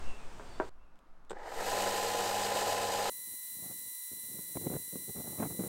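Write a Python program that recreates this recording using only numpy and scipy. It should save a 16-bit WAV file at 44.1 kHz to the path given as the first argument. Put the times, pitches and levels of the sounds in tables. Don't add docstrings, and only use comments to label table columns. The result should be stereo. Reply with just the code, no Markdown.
import sys
import numpy as np
from scipy import signal
from scipy.fft import rfft, irfft, next_fast_len
from scipy.io import wavfile
from scipy.ndimage import map_coordinates

SR = 44100
rng = np.random.default_rng(int(sys.argv[2]) if len(sys.argv) > 2 else 0)


def wav_out(sig):
    wavfile.write(sys.argv[1], SR, np.round(np.clip(np.atleast_2d(sig).T, -1, 1) * 32767).astype(np.int16))


N = 250471

CUT_TIMES = [0.694, 3.0975]


def amp(db):
    return 10 ** (np.asarray(db) / 20)


def unit(x):
    return x / np.sqrt(np.mean(x ** 2) + 1e-20)


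def clock():
    return np.arange(N) / SR


def curves(rows):
    times, *columns = np.transpose(rows)
    return [np.interp(clock(), times, column) for column in columns]


def wobble(rate):
    knots = rng.standard_normal(int(N * rate / SR) + 4)
    return map_coordinates(knots, [np.arange(N) * rate / SR])


def between(start, end, edge):
    return np.clip(np.minimum(clock() - start, end - clock()) / edge + .5, 0, 1)


def filtered(x, response):
    m = next_fast_len(N + SR // 2)
    return irfft(rfft(x, m) * response(np.fft.rfftfreq(m, 1 / SR)), m)[:N]


def coloured(x, spectrum):
    f, db = np.transpose(spectrum)
    return unit(filtered(x, lambda hz: amp(np.interp(np.log(hz + 1), np.log(f + 1), db))))


def noise(spectrum):
    return coloured(rng.standard_normal(N), spectrum)


def resonate(x, peaks):
    def response(f):
        total = 0
        for k, (centre, width, db) in enumerate(peaks):
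            damping = 1j * f * width
            total = total + (-1) ** k * amp(db) * damping / (centre * centre - f * f + damping)
        return total
    return filtered(x, response)


def dull(x, corner_hz):
    return filtered(x, lambda f: 1 / (1 + 1j * np.sqrt(2) * f / corner_hz - (f / corner_hz) ** 2))


def fade(s, t60):
    age = clock() - s
    return (age >= 0) * amp(-60 * np.clip(age / t60, 0, 3))


def tone(hz):
    return np.sin(2 * np.pi * (np.cumsum(hz * np.ones(N)) / SR + rng.random()))


def sander():
    lap_hz, shaft_hz, idler_hz, mains_hz = 18.91, 46.7, 57.3, 50.1
    start_s, run_up_s = 1.269, 0.49
    joint_at_s = 1.8235
    rattle_full_db, rattle_growth_db = -35.5, 25.5
    hiss_full_db, hiss_growth_db = -39.5, 37.5
    slow_hiss_hz = 5800
    whirr_db = -62.5
    # (frequency [Hz], relative level [dB])
    order_lines = [(280, -59.5), (373, -61), (474, -46.5), (559.8, -45.5), (603, -50), (652.5, -63),
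                   (682, -51), (700.4, -51.5), (719.4, -53.5), (757.5, -45), (814.5, -43), (833.5, -42.5),
                   (1003.5, -57), (1022.6, -45), (1060.5, -63)]
    # (multiple of the mains [1], relative level [dB])
    hum_lines = [(2, -60), (4, -56.5)]
    # (frequency [Hz], relative density [dB per Hz])
    rattle_spectrum = [(70, -43), (160, -29), (240, -19.5), (300, -9.5), (400, -4), (470, 1.5), (720, -3.5),
                       (830, 3), (910, -5), (1000, -2.5), (1130, -17.5), (1270, -6.5), (1450, -12.5),
                       (1750, -8.5), (2300, -17.5), (4000, -64)]
    # (frequency [Hz], relative density [dB per Hz])
    hiss_spectrum = [(900, -5), (1300, -3.5), (2200, -7), (3000, 3), (3300, -1.5), (4200, 0), (5600, -2.5),
                     (8200, -0.5), (9300, -5), (10300, -12), (11500, -8.5), (13000, -7), (14200, -12),
                     (15500, -17)]
    # (centre [Hz], width [Hz], relative level [dB])
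    guard_peaks = [(1740, 470, -2.5), (2570, 97, 5), (2980, 104, 0.5), (3745, 34, 4), (4090, 180, 1),
                   (4927, 50, 7), (6730, 77, 0.5), (7800, 320, -4.5)]
    # (centre [Hz], width [Hz], relative level [dB])
    casing_peaks = [(1780, 160, -2.5), (850, 180, -2)]

    speed = np.sin(np.pi / 2 * np.clip((clock() - start_s) / run_up_s, 0, 1))
    rattle_db = rattle_full_db - rattle_growth_db * (1 - speed)
    hiss_db = hiss_full_db - hiss_growth_db * (1 - speed)
    travel = np.cumsum(speed) / SR
    travel -= np.interp(joint_at_s, clock(), travel)
    lap = travel * lap_hz % 1

    surface = rng.standard_normal(int(SR / lap_hz))
    repeating = surface[(lap * len(surface)).astype(int) % len(surface)]
    flap = 1 + 0.16 * np.cos(2 * np.pi * (lap - .2))
    drive = (rng.standard_normal(N) + 0.52 * repeating) * flap * amp(2.3 * wobble(130))
    drumming = amp(-4.5 + 4.2 * (1.5 - speed)) * coloured(drive, rattle_spectrum)

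    age = lap / lap_hz
    slap = age / .0015 * np.exp(1 - age / .0015) * np.sin(2 * np.pi * 660 * age)
    joint = 1.9 * speed ** 4 * amp(2 * wobble(19)) * slap

    sway = speed * (1 + 0.00089 * wobble(4.9))
    orders = sum(amp(db + 37.0 + 0.75 * wobble(6.2)) * tone(hz * sway) for hz, db in order_lines)
    orders = flap * speed ** 8 * orders
    hum = speed ** 6 * sum(amp(db + 5.5 + 1.7 * wobble(14)) * tone(k * mains_hz) for k, db in hum_lines)

    idler_db = 1.22 * np.cos(2 * np.pi * idler_hz * travel)
    shaft_db = 0.27 * np.cos(2 * np.pi * shaft_hz * travel)
    lap_db = 0.44 * np.cos(2 * np.pi * lap)
    rub = amp(idler_db + shaft_db + lap_db + 0.75 * wobble(24.89))
    guard = unit(resonate(rng.standard_normal(N) + 0.59 * repeating, guard_peaks))
    slow_grit = dull(noise(hiss_spectrum), slow_hiss_hz)
    grit = speed ** 2 * noise(hiss_spectrum) + (1 - speed ** 2) * slow_grit
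    hiss = rub * (amp(-1) * grit + amp(-6.0) * speed ** 3 * guard)

    whirr = amp(whirr_db) * unit(resonate(rng.standard_normal(N), casing_peaks))
    rattle = amp(rattle_db) * (drumming + joint + orders)
    return between(1.335, 9, edge=0.075) * (whirr + rattle + amp(hiss_db) * hiss + hum)


def fast_sander():
    mains_hz, lap_hz, shaft_hz, rotor_hz = 1002, 379.45, 935.25, 989.4
    beat_hz = 174
    fizz_db, fizz_sag_db_per_s = -42.5, 0.03
    # (multiple of the sped-up mains [1], relative level [dB])
    hum_lines = [(1, -75.5), (2, -63), (3, -78.5), (4, -58), (6, -83), (8, -63), (10, -64)]
    # (time [s], speed ratio [1])
    speed_drift = [(3.1, 0.9995), (3.6, 1.0001), (3.8, 0.9988), (4.4, 0.9992), (4.7, 1.0007),
                   (5.68, 1.0007)]
    # (frequency [Hz], relative level of one line [dB])
    belt_outline = [(3400, -79), (4200, -85), (5000, -81), (5700, -71.5), (7200, -71), (8700, -67.5),
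                    (11000, -63.5), (12300, -72), (13000, -58), (14000, -59), (14800, -64), (15200, -64),
                    (15600, -64)]
    # (multiple of the shaft rate [1], relative level [dB], lower side line [dB],
    # upper side line [dB])
    shaft_lines = [(2, -71.5, -104, -89), (4, -75, -95, -88), (6, -67, -87, -65.5), (8, -62, -77.5, -62),
                   (10, -57.5, -62, -65), (12, -55, -61.5, -61), (14, -59, -73, -67), (16, -59, -74, -67)]
    # (multiple of the rotor rate [1], relative level [dB])
    rotor_lines = [(3, -84), (4, -74), (8, -72), (16, -67)]
    # (frequency [Hz], relative density [dB per Hz])
    fizz_spectrum = [(300, -38.5), (1500, -24), (2600, -23), (3300, -26.5), (3500, -17), (4400, -17),
                     (5200, -22.5), (6800, -9.5), (7350, -11), (8000, -7.5), (9300, 1.5), (9650, -4),
                     (10300, -0.5), (11200, -1.5), (12500, -2.5), (13800, -5), (14200, -6), (15000, -3),
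                     (15600, -0.5)]

    speed = curves(speed_drift)[0] * (1 + .0003 * wobble(14) + .0004 * wobble(150))
    hum = sum(amp(db + 3.0 + 0.49 * wobble(12)) * tone(mains_hz * k) for k, db in hum_lines)
    belt_hz = lap_hz * np.arange(9, 42)
    lines = list(zip(belt_hz, np.interp(belt_hz, *np.transpose(belt_outline))))
    for k, *levels in shaft_lines:
        for side, db in zip((0, -1, 1), levels):
            lines.append((k * shaft_hz + side * beat_hz, db))
    lines += [(k * rotor_hz, db) for k, db in rotor_lines]
    whine = sum(amp(db + 2.0 + 0.99 * wobble(2.96)) * tone(hz * speed) for hz, db in lines)
    sag_db = fizz_sag_db_per_s * (clock() - CUT_TIMES[1])
    fizz = amp(fizz_db - sag_db + 0.65 * wobble(60)) * noise(fizz_spectrum)
    return hum + whine + fizz


def switch():
    # (time [s], relative click level [dB], relative thud level [dB])
    click_times = [(1.297, -47, -51), (1.3064, -46, -29), (1.310, -62, -35), (1.3152, -59, -28),
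                   (1.331, -74, -34), (1.386, -63, -70)]
    # (centre [Hz], width [Hz], relative level [dB])
    rocker_peaks = [(1800, 300, -1.5), (2600, 420, -7), (3660, 530, 2), (5200, 1700, -8.5), (7350, 960, 0),
                    (8270, 500, 1), (12600, 2600, -24)]
    # (centre [Hz], width [Hz], relative level [dB])
    housing_peaks = [(207, 18, -10), (340, 24, -19.5), (403, 80, 2.5), (524, 106, -2), (834, 180, -7),
                     (1540, 74, -9), (1780, 100, -17)]
    snaps, thuds = np.zeros(N), np.zeros(N)
    for s, click_db, thud_db in click_times:
        snaps += amp(click_db) * (fade(s, 0.0082) + amp(-12.0) * fade(s, 0.07))
        thuds[round(s * SR)] = amp(thud_db + 34.5)
    clicks = amp(9.5) * resonate(snaps * rng.standard_normal(N), rocker_peaks)
    return clicks + dull(resonate(thuds, housing_peaks), corner_hz=4500)


def knocks():
    # (time [s], relative level [dB])
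    bumps = [(0.397, -40), (0.409, -43), (0.6001, -21.5), (0.6093, -51)]
    # (frequency [Hz], relative level [dB], t60 [s])
    frame_modes = [(382.5, -15, 0.51), (462, -7.5, 0.23), (636, 2.5, 0.11), (780, -15.5, 0.14),
                   (900, -15, .2), (963, -1, 0.13), (1050, -19, .13), (1370, 3, 0.033), (1550, -6, 0.12),
                   (2200, -14, 0.076)]
    bench_spectrum = [(80, -18), (250, -2), (400, 14), (1600, -1), (2300, -14), (8000, -34)]  # Hz, dB
    out, t = np.zeros(N), clock()
    for s, db in bumps:
        age = np.maximum(t - s, 0)
        ring = np.zeros(N)
        for hz, level, t60 in frame_modes:
            ring += amp(level + rng.normal(0, 1)) * fade(s, t60) * np.sin(2 * np.pi * hz * age)
        contact = (t - s - .0005) / .00022
        push = -contact * np.exp(-contact ** 2 / 2)
        bench = fade(s, 0.16) * noise(bench_spectrum)
        out += amp(db) * (amp(-12) * ring + amp(3.5) * push + amp(-11) * bench)
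    band = signal.butter(3, [230, 2600], "bandpass", fs=SR, output="sos")
    return signal.sosfilt(band, out) * between(-1, CUT_TIMES[0], edge=.001)


def fingers():
    # (time [s], level [dB])
    brushes = [(0.957, -69), (0.99, -64), (1.249, -67.5)]
    # (frequency [Hz], relative density [dB per Hz])
    tick_spectrum = [(1000, -6), (2000, 9), (8000, -2), (13000, -8), (15500, -10)]
    return sum(amp(db) * fade(s, 0.018) for s, db in brushes) * noise(tick_spectrum)


def fast_wind():
    breeze_scuff_db = -14
    edge_share, tail_db, tail_t60_s = 0.18, -17.5, 0.24
    # (time [s], relative level [dB])
    breeze = [(3.1, -66), (3.43, -82), (3.57, -60.5), (3.86, -65.5), (3.96, -87), (4.09, -85), (4.17, -62),
              (5.03, -65), (5.68, -48.5)]
    # (start [s], length [s], relative thump level [dB], relative scuff level [dB])
    gust_times = [(3.273, 0.076, -63.5, -75), (3.626, 0.1, -57, -60), (4.113, 0.024, -50.5, -70),
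                  (4.299, 0.073, -56, -76), (4.385, 0.011, -48, -54), (4.553, 0.014, -37, -48),
                  (4.568, 0.006, -27.5, -38), (4.611, 0.058, -48.5, -61), (4.662, 0.019, -31.5, -48.5),
                  (4.697, 0.073, -38, -48), (4.925, 0.021, -45.5, -69), (4.955, 0.011, -36, -53),
                  (5.08, 0.027, -45, -60), (5.154, 0.066, -44, -55), (5.239, 0.13, -49.5, -54.5),
                  (5.381, 0.09, -39, -45.5), (5.423, 0.017, -44.5, -43), (5.499, 0.029, -43, -52.5),
                  (5.589, 0.024, -37.5, -53.5), (5.615, 0.059, -47, -54.5), (5.637, 0.00595, -36, -44)]
    # (frequency [Hz], relative density [dB per Hz])
    thump_spectrum = [(25, -59), (60, -5.5), (110, 0.5), (180, 2.5), (350, -2), (550, -8), (750, -25.5),
                      (1300, -45.5)]
    # (frequency [Hz], relative density [dB per Hz])
    scuff_spectrum = [(350, -9), (680, 3), (1000, -4.5), (1500, -13), (2200, -18.5), (3500, -35),
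                      (7000, -60)]
    thump = amp(curves(breeze)[0] + 2.5 * wobble(35))
    scuff = amp(breeze_scuff_db) * thump
    for start, length, thump_db, scuff_db in gust_times:
        end = start + length
        gust = between(start, end, edge=edge_share * length)
        thump += amp(thump_db) * (gust + amp(tail_db) * fade(end, tail_t60_s))
        scuff += amp(scuff_db) * gust
    eddies = unit(amp(3.2 * wobble(200)))
    puffs = eddies * (amp(-1.1) * thump * noise(thump_spectrum) + amp(-1.54) * scuff * noise(scuff_spectrum))
    return signal.sosfilt(signal.butter(3, 70, "highpass", fs=SR, output="sos"), puffs)


def outdoors():
    wide_db, swell_db, close_db = -55, -28.5, -67
    buffet_db = -57.5
    rise_db_per_s, sag_hz_per_s, quaver_hz = 220, 500, 64.8
    # (frequency [Hz], relative density [dB per Hz])
    wide_spectrum = [(59, -22), (100, 5), (134, -5), (243, -1), (293, -6.5), (362, -3), (403, -4),
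                     (487, -5), (861, -5), (1960, -13.5), (4500, -21), (8500, -22), (10000, -33),
                     (15500, -39)]
    # (frequency [Hz], relative density [dB per Hz])
    close_spectrum = [(59, -48), (100, -22), (140, -6), (313, -8.5), (355, -11.5), (429, -12), (614, -10),
                      (1260, -9.5), (2040, -22.5), (2630, -25.5), (2870, -27), (15500, -44.5)]
    # (frequency [Hz], relative density [dB per Hz])
    rumble_spectrum = [(5, -1), (12, 1), (25, -23.5), (50, -21), (100, -42), (250, -70), (600, -110)]
    # (peak time [s], half width at 1/e [s], level [dB])
    swells = [(0.05, 0.083, -30.5), (0.45, 0.4, -42), (1.55, 0.26, -43)]
    # (peak time [s], frequency there [Hz], level [dB], t60 [s])
    squeak_times = [(0.09, 2690, -52.5, 0.7), (0.524, 4580, -62, 0.7), (0.566, 3530, -65, 0.5),
                    (0.82, 2650, -76, 0.9)]
    wide = between(-1, CUT_TIMES[0], edge=.001)
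    wind = amp(buffet_db) + sum(amp(db) * np.exp(-((clock() - s) / width) ** 2) for s, width, db in swells)
    air = wide * (amp(wide_db) + amp(swell_db) * wind) * noise(wide_spectrum)
    air += (1 - wide) * amp(close_db) * noise(close_spectrum)
    squeaks = np.zeros(N)
    for s, hz, db, t60 in squeak_times:
        age = clock() - s
        swell = amp(db + np.minimum(rise_db_per_s * age, -60 * age / t60))
        place = wide if s < CUT_TIMES[0] else 1 - wide
        quaver = quaver_hz * (wobble(300) + wobble(45))
        squeaks += place * swell * tone(hz - sag_hz_per_s * age + quaver)
    return air + squeaks + wind * noise(rumble_spectrum)


def scene():
    real_time = between(-1, CUT_TIMES[1], edge=.001)
    normal = sander() + switch() + knocks() + fingers() + outdoors()
    fast = fast_sander() + fast_wind()
    mono = real_time * normal + (1 - real_time) * fast
    return np.array([mono, mono])


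def record(dry):
    return np.array([filtered(side, lambda hz: hz < 15780) for side in dry])


dry = scene()
out = record(dry)
wav_out(out)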